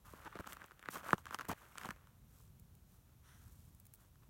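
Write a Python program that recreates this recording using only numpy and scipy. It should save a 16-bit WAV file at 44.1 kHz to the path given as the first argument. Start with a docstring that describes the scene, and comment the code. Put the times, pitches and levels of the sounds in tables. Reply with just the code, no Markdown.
"""A light wind and the hiss of the open air are heard first; at once boots shift their weight on crusty snow.
The crust scrapes and snaps grain by grain, gives way once with a sharp crack, and then the boots stand still.
Afterwards only light scuffs, a soft rub and a few tiny ticks are left.
Random grain impulses, ringing crumbs and coloured noise make the scrapes and collapses;
damped partials, noise bursts and falling tones make the cracks; filtered noise makes the rub, wind and air."""
import sys
import numpy as np
from scipy import signal
from scipy.io import wavfile
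from scipy.ndimage import uniform_filter1d

SR = 44100
rng = np.random.default_rng(int(sys.argv[2]) if len(sys.argv) > 2 else 0)


def wav_record(signal):
    """Record a signal, one row per channel, as 16-bit PCM in the file named by sys.argv[1]."""
    frames = np.transpose(np.atleast_2d(signal))
    bounded = np.clip(frames, -1, 1)
    # unit amplitude maps onto the largest positive 16-bit level
    quanta = np.round(bounded * 32767).astype(np.int16)
    wavfile.write(sys.argv[1], SR, quanta)


N = 189453
TIME = np.arange(N) / SR

# Spectrum of crust being crushed: (frequency [Hz], relative density [dB])
CRUNCH_SPECTRUM = [(60, -21.5), (190, -3), (400, -8.5), (580, -4), (800, -7.5), (1130, -9.5), (1400, -10),
                   (1680, -8.5), (2100, -14.5), (2950, -15.5), (3700, -21.5), (4900, -25.5), (6300, -25.5),
                   (16000, -36.5)]
# Spectrum of ice crystals brushing past each other: (frequency [Hz], relative density [dB])
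HISS_SPECTRUM = [(1500, -20), (3300, -5.5), (4900, -5), (6200, -1.5), (9000, -1), (10400, -2.5), (13000, 1),
                 (16000, -4)]
# Spectrum of the bright tick of a break: (frequency [Hz], relative density [dB])
EDGE_SPECTRUM = [(900, -11), (2100, -0.5), (2900, 6), (3700, -1), (4900, -3.5), (6500, -2), (10400, -7),
                 (16000, -3.5)]
# Load on the crust while the weight shifts: (time [s], load [dB])
LOAD_CURVE = [(0.0, -102), (0.11, -97), (0.24, -66), (0.42, -64), (0.49, -65.5), (0.619, -63),
              (0.76, -76.5), (0.89, -61), (0.99, -67), (1.22, -84), (1.28, -58.5), (1.37, -67.5),
              (1.46, -64.5), (1.69, -70), (1.798, -62), (1.939, -71), (2.069, -75), (2.151, -82.5)]


def amp(db):
    """Level law: decibels to an amplitude ratio."""
    return 10 ** (np.asarray(db) / 20)


def unit(x):
    """Power normalisation: scales to rms 1."""
    return x / np.sqrt(np.mean(x ** 2) + 1e-20)


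def peaked(x):
    """Peak normalisation: scales to a peak of 1."""
    return x / (abs(x).max() + 1e-20)


def add(mix, s, sound):
    """Superposition: adds a sound to the mix at time s."""
    part = mix[max(0, round(s * SR)):][:len(sound)]
    part += sound[:len(part)]


def colour(x, points, size=4096):
    """Minimum-phase filtering: a causal response of unit energy with the given spectrum."""
    hz, db = np.transpose(points)
    bin_hz = abs(np.fft.fftfreq(size, 1 / SR))
    log_gain = np.log(amp(np.interp(np.log(bin_hz + 1), np.log(hz), db)))
    # the Hilbert transform of the log gain gives the phase of a causal filter
    spectrum = np.exp(signal.hilbert(log_gain).conj())
    pulse = np.fft.ifft(spectrum).real[:size // 2]
    return signal.fftconvolve(x, pulse / np.linalg.norm(pulse))[:len(x)]


def grains(per_s, spread_db, powder):
    """Shot noise: ice bonds break at random, a few big, many small, over a smooth share of powder."""
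    sizes = amp(spread_db * np.minimum(rng.exponential(1, N), 3))
    signs = rng.choice([-1, 1], N)
    breaks = sizes * signs * (rng.random(N) < per_s / SR)
    return unit(unit(breaks) + powder * rng.standard_normal(N))


def splinter(t, decay_s, debris):
    """Brittle fracture: one sharp break with a decaying spray of smaller ones."""
    spray = debris * rng.standard_normal(len(t)) * np.exp(-t / decay_s)
    return (t == 0) + spray


def crumbs(centre_hz, spread_octaves, cycles, per_s, count=12):
    """Damped resonance: crumbs of many sizes break at random, each ringing briefly at its own pitch."""
    out, t = np.zeros(N), np.arange(1024) / SR
    for place in np.linspace(-1, 1, count):
        hz = centre_hz * 2 ** (spread_octaves * place)
        age = hz * t / cycles
        ring = age * np.exp(-2 * age) * np.sin(2 * np.pi * hz * t)
        breaks = grains(per_s / count, spread_db=3, powder=0)
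        out += np.cos(place) * signal.oaconvolve(breaks, ring)[:N]  # the middle pitch is strongest
    return unit(out)


def outdoors(lump_db=1.0, air_db=-73.5):
    """Turbulent noise: lumpy low-frequency wind on the microphone over a steady hiss."""
    # Spectrum of the wind: (frequency [Hz], relative density [dB])
    wind_spectrum = [(18, -30.5), (40, 0.5), (80, 4), (130, -1), (190, -7), (270, -18), (450, -36.5),
                     (1200, -59)]
    # Spectrum of the open air: (frequency [Hz], relative density [dB])
    air_spectrum = [(30, 4.5), (300, 6), (600, 1), (1100, -1), (2000, -7), (4000, -8), (4900, -11.5),
                    (5700, -8), (10400, -9), (11400, -5), (16000, -7.5)]
    # Strength of the wind: (time [s], rms level [dB])
    gusts = [(0, -67), (0.1, -61.5), (0.3, -68), (0.75, -71.5), (1.2, -63), (1.6, -69), (1.997, -64),
             (2.55, -61), (3.15, -66), (3.68, -59.5), (3.95, -68), (4.3, -63)]
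    s, gust_db = np.transpose(gusts)
    slow_noise = uniform_filter1d(rng.standard_normal(N), size=2000)
    lumps = unit(uniform_filter1d(slow_noise, size=1500))
    wind = unit(colour(rng.standard_normal(N), wind_spectrum) * amp(lump_db * lumps))
    air = amp(air_db) * colour(rng.standard_normal(N), air_spectrum)
    return wind * amp(np.interp(TIME, s, gust_db)) + air


def soft_rub(start_s=3.21, rise_s=0.087, top_db=-68):
    """Soft rub: smooth coloured noise swells and trails off."""
    # Spectrum of the soft rub: (frequency [Hz], relative density [dB])
    rub_spectrum = [(500, -17), (1300, -2.5), (2000, -7), (2500, -15), (3400, -10.5), (4800, -20.5),
                    (5900, -9.5), (7500, -23), (9200, -12.5), (16000, -26)]
    age = np.maximum(TIME - start_s, 0) / rise_s
    swell = (age * np.exp(1 - age)) ** 2
    return amp(top_db) * swell * colour(rng.standard_normal(N), rub_spectrum)


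def ticks():
    """Impact: small hard things touch, too light to ring the crust."""
    # Tiny dry ticks: (time [s], peak level [dB])
    tick_events = [(0.5312, -32), (0.6604, -45), (2.597, -45), (2.752, -47.5), (3.7483, -51), (3.8, -43),
                   (3.854, -46), (3.867, -44), (3.9378, -38), (3.947, -44), (3.956, -46.5)]
    # Spectrum of a tick: (frequency [Hz], relative density [dB])
    tick_spectrum = [(1500, -8.5), (4500, -12), (6500, -5), (9000, -0.5), (12000, 0), (16000, 3.5)]
    out, t = np.zeros(N), np.arange(1024) / SR
    for s, db in tick_events:
        tick = colour(splinter(t, decay_s=0.0027, debris=0.25), tick_spectrum)
        add(out, s, amp(db) * peaked(tick))
    return out


def thumps(ring_s=0.0028):
    """Cavity resonance: the hollow booms briefly where the crust drops onto the snow beneath."""
    # Hollow thumps: (time [s], peak level [dB], pitch [Hz])
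    thump_events = [(1.493, -48, 200), (1.855, -46, 204), (1.89, -42.5, 208)]
    out, t = np.zeros(N), np.arange(2048) / SR
    for s, db, hz in thump_events:
        boom = t * np.exp(-t / ring_s) * np.sin(2 * np.pi * hz * t)
        add(out, s, amp(db) * peaked(boom))
    return out


def load_db(settle_db_per_s=63):
    """Static loading: load on the crust at every sample, dying away when the boots come to rest."""
    s, db = np.transpose(LOAD_CURVE)
    return np.interp(TIME, s, db) - settle_db_per_s * np.maximum(TIME - s[-1], 0)


def scrapes(ease=0.56):
    """Sliding friction: pressure and speed swell, then ease off over the given share of each scrape."""
    # Scrapes of the sole, the late ones very light:
    # (start [s], length [s], swelling share of the length [1], pressure [dB], sliding speed [dB])
    strokes = [(0.044, 0.16, 0.062, -61, -69.5), (0.12, 0.2, 0.52, -59, -71.5),
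               (0.301, 0.064, 0.55, -57, -90), (0.471, 0.094, 0.33, -55.5, -61),
               (0.589, 0.077, 0.3, -61, -75), (0.9, 0.06, 0.11, -83, -56), (0.923, 0.1, 0.22, -47, -59.5),
               (1.009, 0.16, 0.53, -45.5, -59.5), (1.312, 0.059, 0.64, -47, -58),
               (1.391, 0.051, 0.16, -53.5, -73), (1.159, 0.074, 0.43, -63, -68.5),
               (1.52, 0.45, 0.13, -82, -73.5), (1.563, 0.15, 0.79, -61.5, -99),
               (1.785, 0.16, 0.079, -55, -68.5), (2.269, 0.26, 0.34, -78, -71.5),
               (2.864, 0.18, 0.23, -82, -76.5), (3.031, 0.15, 0.42, -79, -90),
               (3.219, 0.71, 0.29, -81, -73.5), (3.38, 0.13, 1, -73.5, -87), (3.96, 0.15, 0.29, -72.5, -76),
               (4.216, 0.043, 0.36, -69, -96.5)]
    pressure, slide = np.zeros(N), np.zeros(N)
    for s, length, swell, pressure_db, slide_db in strokes:
        along = (TIME - s) / length
        stroke = np.clip(np.minimum(along / swell, (1 - along) / ease), 0, 1)
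        pressure += amp(pressure_db) * stroke
        slide += amp(slide_db) * stroke
    return pressure, slide


def drag(crunch_db=-9, crackle_db=-11.5, sparkle_db=-16, fine_db=-4.0, coarse_db=-3.0,
         fine_share=0.348, coarse_share=0.53, hiss_db=1.0, clump_db=3.0, creep_db=-19):
    """Friction and fracture: weight breaks mostly fine crumbs, scrapes mostly coarse; sliding hisses."""
    # Crumbs of crust: (middle pitch [Hz], spread [octaves], ring scale [cycles], breaks [1/s])
    fine_crumbs = (1888, 0.82, 1.3, 700)
    coarse_crumbs = (1260, 0.29, 1.3, 520)
    load, (push, slip) = load_db(), scrapes()
    weight = amp(load)
    # independent sounds add in power
    pressure = np.hypot(push, weight)
    slide = np.hypot(slip, amp(load + creep_db))
    clumps = amp(clump_db * unit(uniform_filter1d(rng.standard_normal(N), size=260)))
    grind = unit(clumps * grains(per_s=2500, spread_db=2, powder=0.5))
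    pops = grains(per_s=260, spread_db=3, powder=0)
    crunch = colour(amp(crunch_db) * grind + amp(crackle_db) * pops, CRUNCH_SPECTRUM)
    sparkle = amp(sparkle_db) * colour(pops, EDGE_SPECTRUM)  # each pop also ticks straight through the air
    fine = amp(fine_db) * np.hypot(weight, fine_share * push) * crumbs(*fine_crumbs)
    coarse = amp(coarse_db) * np.hypot(push, coarse_share * weight) * crumbs(*coarse_crumbs)
    hiss = amp(hiss_db) * colour(grains(per_s=2600, spread_db=8.0, powder=0.75), HISS_SPECTRUM)
    return pressure * (crunch + sparkle) + fine + coarse + slide * hiss


def crushes(edge_s=0.00072, creak_spread_octaves=0.089, creak_cycles=0.65):
    """Compaction: a patch collapses in dense grains, creaks as it packs and shoves the snow beneath."""
    # Patches of crust that cave in: (start [s], length [s], crunch level [dB], hiss level [dB],
    # low push level [dB], creak level [dB], creak pitch [Hz])
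    patches = [(0.257, 0.024, -56.5, -87, -68, -49.5, 1030), (0.353, 0.022, -58, -81, -57.5, -57, 1310),
               (0.395, 0.016, -58, -62.5, -47, -53, 1220), (0.459, 0.02, -58, -84, -65, -67, 1300),
               (1.13, 0.012, -47.5, -63.5, -39.5, -52, 1100), (1.484, 0.013, -57, -49, -46, -68, 1100),
               (1.496, 0.0238, -48, -55.5, -45, -44, 1070), (1.519, 0.0155, -48, -65, -53, -50.5, 1000),
               (1.845, 0.027, -55.5, -65, -58.5, -58, 1450)]
    # Spectrum of the shove into the snow: (frequency [Hz], relative density [dB])
    push_spectrum = [(30, -43.5), (70, 12), (200, 9.5), (330, 0), (600, -0.5), (1000, -7.5), (2000, -33),
                     (5000, -56.5)]
    layers = []
    for spectrum in (CRUNCH_SPECTRUM, HISS_SPECTRUM, push_spectrum):
        layers.append(colour(grains(per_s=5000, spread_db=1.0, powder=0.078), spectrum))
    out = np.zeros(N)
    for s, length, *levels_db, creak_hz in patches:
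        gate = np.clip(np.minimum(TIME - s, s + length - TIME) / edge_s, 0, 1)
        creak = crumbs(creak_hz, creak_spread_octaves, creak_cycles, per_s=1700, count=3)
        out += gate * sum(amp(db) * layer for db, layer in zip(levels_db, layers + [creak]))
    return out


def small_cracks(per_s=55, snap_db=9, spread_db=2, tick_db=-10, thud_db=-16.5,
                 middle_hz=1520, spread_octaves=0.28):
    """Load-driven fracture: random cracks while weight shifts, snapping louder under heavier load."""
    shifting_s, load = LOAD_CURVE[-1][0], load_db()
    rows = []
    for k, (when, size, pitch) in enumerate(rng.random((200, 3))):
        s = (k + 2 * when) / per_s
        if s < shifting_s:
            snap = load[round(s * SR)] + snap_db + spread_db * (2 * size - 1)
            ring_hz = middle_hz * 2 ** (spread_octaves * (2 * pitch - 1))
            # tick and thud are set against the snap
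            rows.append((s, snap, ring_hz, snap + tick_db, snap + thud_db))
    return rows


def crust_ring(t, ring_hz, low_ratio=0.616, high_ratio=1.2):
    """Plate resonance: a break excites damped partials of the crust within a band around its pitch."""
    # Partials of the crust ahead of the band-pass: (multiple of ring pitch [1], level [dB], t60 [s])
    partials = [(.9, 2, 0.006), (1.15, 2, 0.0046), (2.149, -0.5, 0.0043)]
    ring = np.zeros(len(t))
    for k, db, t60 in partials:
        hz = ring_hz * k * rng.uniform(1.0, 1.03)
        ring += amp(db - 60 * t / t60) * np.sin(2 * np.pi * hz * t)
    # a small plate radiates little below its ring, and the snow muffles what lies above
    band_hz = [low_ratio * ring_hz, high_ratio * ring_hz]
    ring = signal.sosfilt(signal.butter(3, band_hz, "bandpass", fs=SR, output="sos"), ring)
    return signal.fftconvolve(ring, splinter(t, decay_s=.003, debris=.03))[:len(t)]


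def bending_wave(t, top_hz=700, end_hz=150, glide_s=.002, decay_s=0.0042, rise_s=0.00042):
    """Dispersion: the low notes of a bending wave arrive last, so the thud glides down."""
    # the glide starts top_hz or slightly more above end_hz
    bend_hz = end_hz + top_hz * rng.uniform(1.0, 1.1) * np.exp(-t / glide_s)
    envelope = np.exp(-t / decay_s) * (1 - np.exp(-(t / rise_s) ** 2))
    return np.sin(2 * np.pi * np.cumsum(bend_hz) / SR) * envelope


def muffled_edge(t, buried_hz=8800, buried_octaves=1.0):
    """Absorption: snow dulls a bright tick, from buried_hz for the deepest up to buried_octaves higher."""
    edge = colour(splinter(t, decay_s=.0012, debris=.22), EDGE_SPECTRUM)
    cutoff_hz = min(buried_hz * 2 ** (buried_octaves * rng.random()), .45 * SR)
    return signal.sosfilt(signal.butter(2, cutoff_hz, fs=SR, output="sos"), edge)


def cracks():
    """Brittle fracture: each crack rings the crust, ticks and sends out a bending wave."""
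    # Single cracks, loud and faint:
    # (time [s], snap peak [dB], ring pitch [Hz], bright tick peak [dB], thud peak [dB])
    single_cracks = [(0.136, -46, 1110, -49.5, -44.5), (0.2495, -55, 1820, -44, -56),
                     (0.355, -42, 1240, -44, -39), (0.3894, -37, 1520, -43, -59),
                     (0.4067, -42, 1310, -58, -44.5), (0.4431, -43.5, 1590, -54, -64),
                     (0.4691, -42, 1160, -40.5, -56), (0.4732, -37, 1390, -39, -60),
                     (0.5238, -42.5, 1680, -40.5, -56), (0.5313, -42.5, 1730, -42.5, -65),
                     (0.5687, -42.5, 1410, -48, -56.5), (0.6179, -41.5, 1830, -54, -56),
                     (0.6421, -45.5, 1100, -43.5, -53.5), (0.7097, -46, 1460, -51, -65),
                     (0.7178, -47.5, 1700, -49, -57.5), (0.794, -55, 1610, -47, -64),
                     (0.827, -44.5, 1930, -48.5, -60), (0.838, -46, 1570, -66, -74),
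                     (0.858, -39.5, 1780, -46, -61), (0.8867, -28, 1600, -36.5, -39.5),
                     (0.9686, -40.5, 1180, -53, -46.5), (1.0908, -30, 1280, -52, -48),
                     (1.1067, -30.5, 1890, -32.5, -45), (1.131, -12.5, 1400, -26.5, -23),
                     (1.1425, -53, 1230, -41, -39), (1.1811, -42.5, 1200, -40.5, -60),
                     (1.2558, -43, 1520, -41.5, -59), (1.2673, -38, 1464, -44, -71),
                     (1.2698, -41.5, 1410, -46, -62), (1.3086, -35, 1390, -40, -50.5),
                     (1.3268, -38, 1400, -48, -73), (1.3452, -30, 1220, -31, -49),
                     (1.388, -35, 1650, -37.5, -54), (1.3948, -33.5, 1420, -40, -49.5),
                     (1.4102, -34, 1610, -34, -53), (1.4138, -40, 1410, -43, -55),
                     (1.418, -51, 1540, -43, -62), (1.4475, -46, 1400, -53, -54),
                     (1.452, -42.5, 1700, -45, -64), (1.487, -52, 980, -48, -37.5),
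                     (1.493, -34.5, 1020, -48, -53), (1.5154, -31, 956, -31.5, -54),
                     (1.755, -44, 1260, -48, -59.5), (1.7758, -41, 1860, -43, -63),
                     (1.7821, -36.5, 1630, -32.5, -60), (1.8135, -40, 1810, -43, -60),
                     (1.8345, -42, 1880, -40.5, -59), (1.8477, -35.5, 1280, -45, -60),
                     (1.8565, -38, 1050, -37, -66), (1.889, -33, 1380, -36.5, -48),
                     (1.9064, -33, 1920, -34, -56), (1.9101, -38, 1500, -41.5, -51),
                     (1.962, -59, 1440, -55, -62), (2.0716, -53.5, 1400, -53.5, -69),
                     (2.403, -61.5, 1180, -66.5, -74), (4.1568, -61, 1567, -59, -81.5)]
    out, t = np.zeros(N), np.arange(2048) / SR
    for s, snap, ring_hz, tick, thud in single_cracks + small_cracks():
        ring = amp(snap) * peaked(crust_ring(t, ring_hz))
        bend = amp(thud) * peaked(bending_wave(t))
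        edge = amp(tick) * peaked(muffled_edge(t))
        add(out, s, ring + edge + bend)
    return out


def scene():
    """Free field: open snow gives no echo, so everything arrives dry and adds up."""
    background = outdoors() + soft_rub()
    return (background + ticks() + thumps() + drag() + crushes() + cracks())[None]


def record(dry, rumble_hz=32, top_hz=16100):
    """Band limiting: the microphone sheds the deepest rumble, the recorder the highest treble."""
    dry = signal.sosfilt(signal.butter(2, rumble_hz, "highpass", fs=SR, output="sos"), dry)
    low_pass = signal.firwin(401, top_hz, window=("kaiser", 8), fs=SR)
    return signal.oaconvolve(dry, low_pass[None], "same")


dry = scene()
out = record(dry)
wav_record(out)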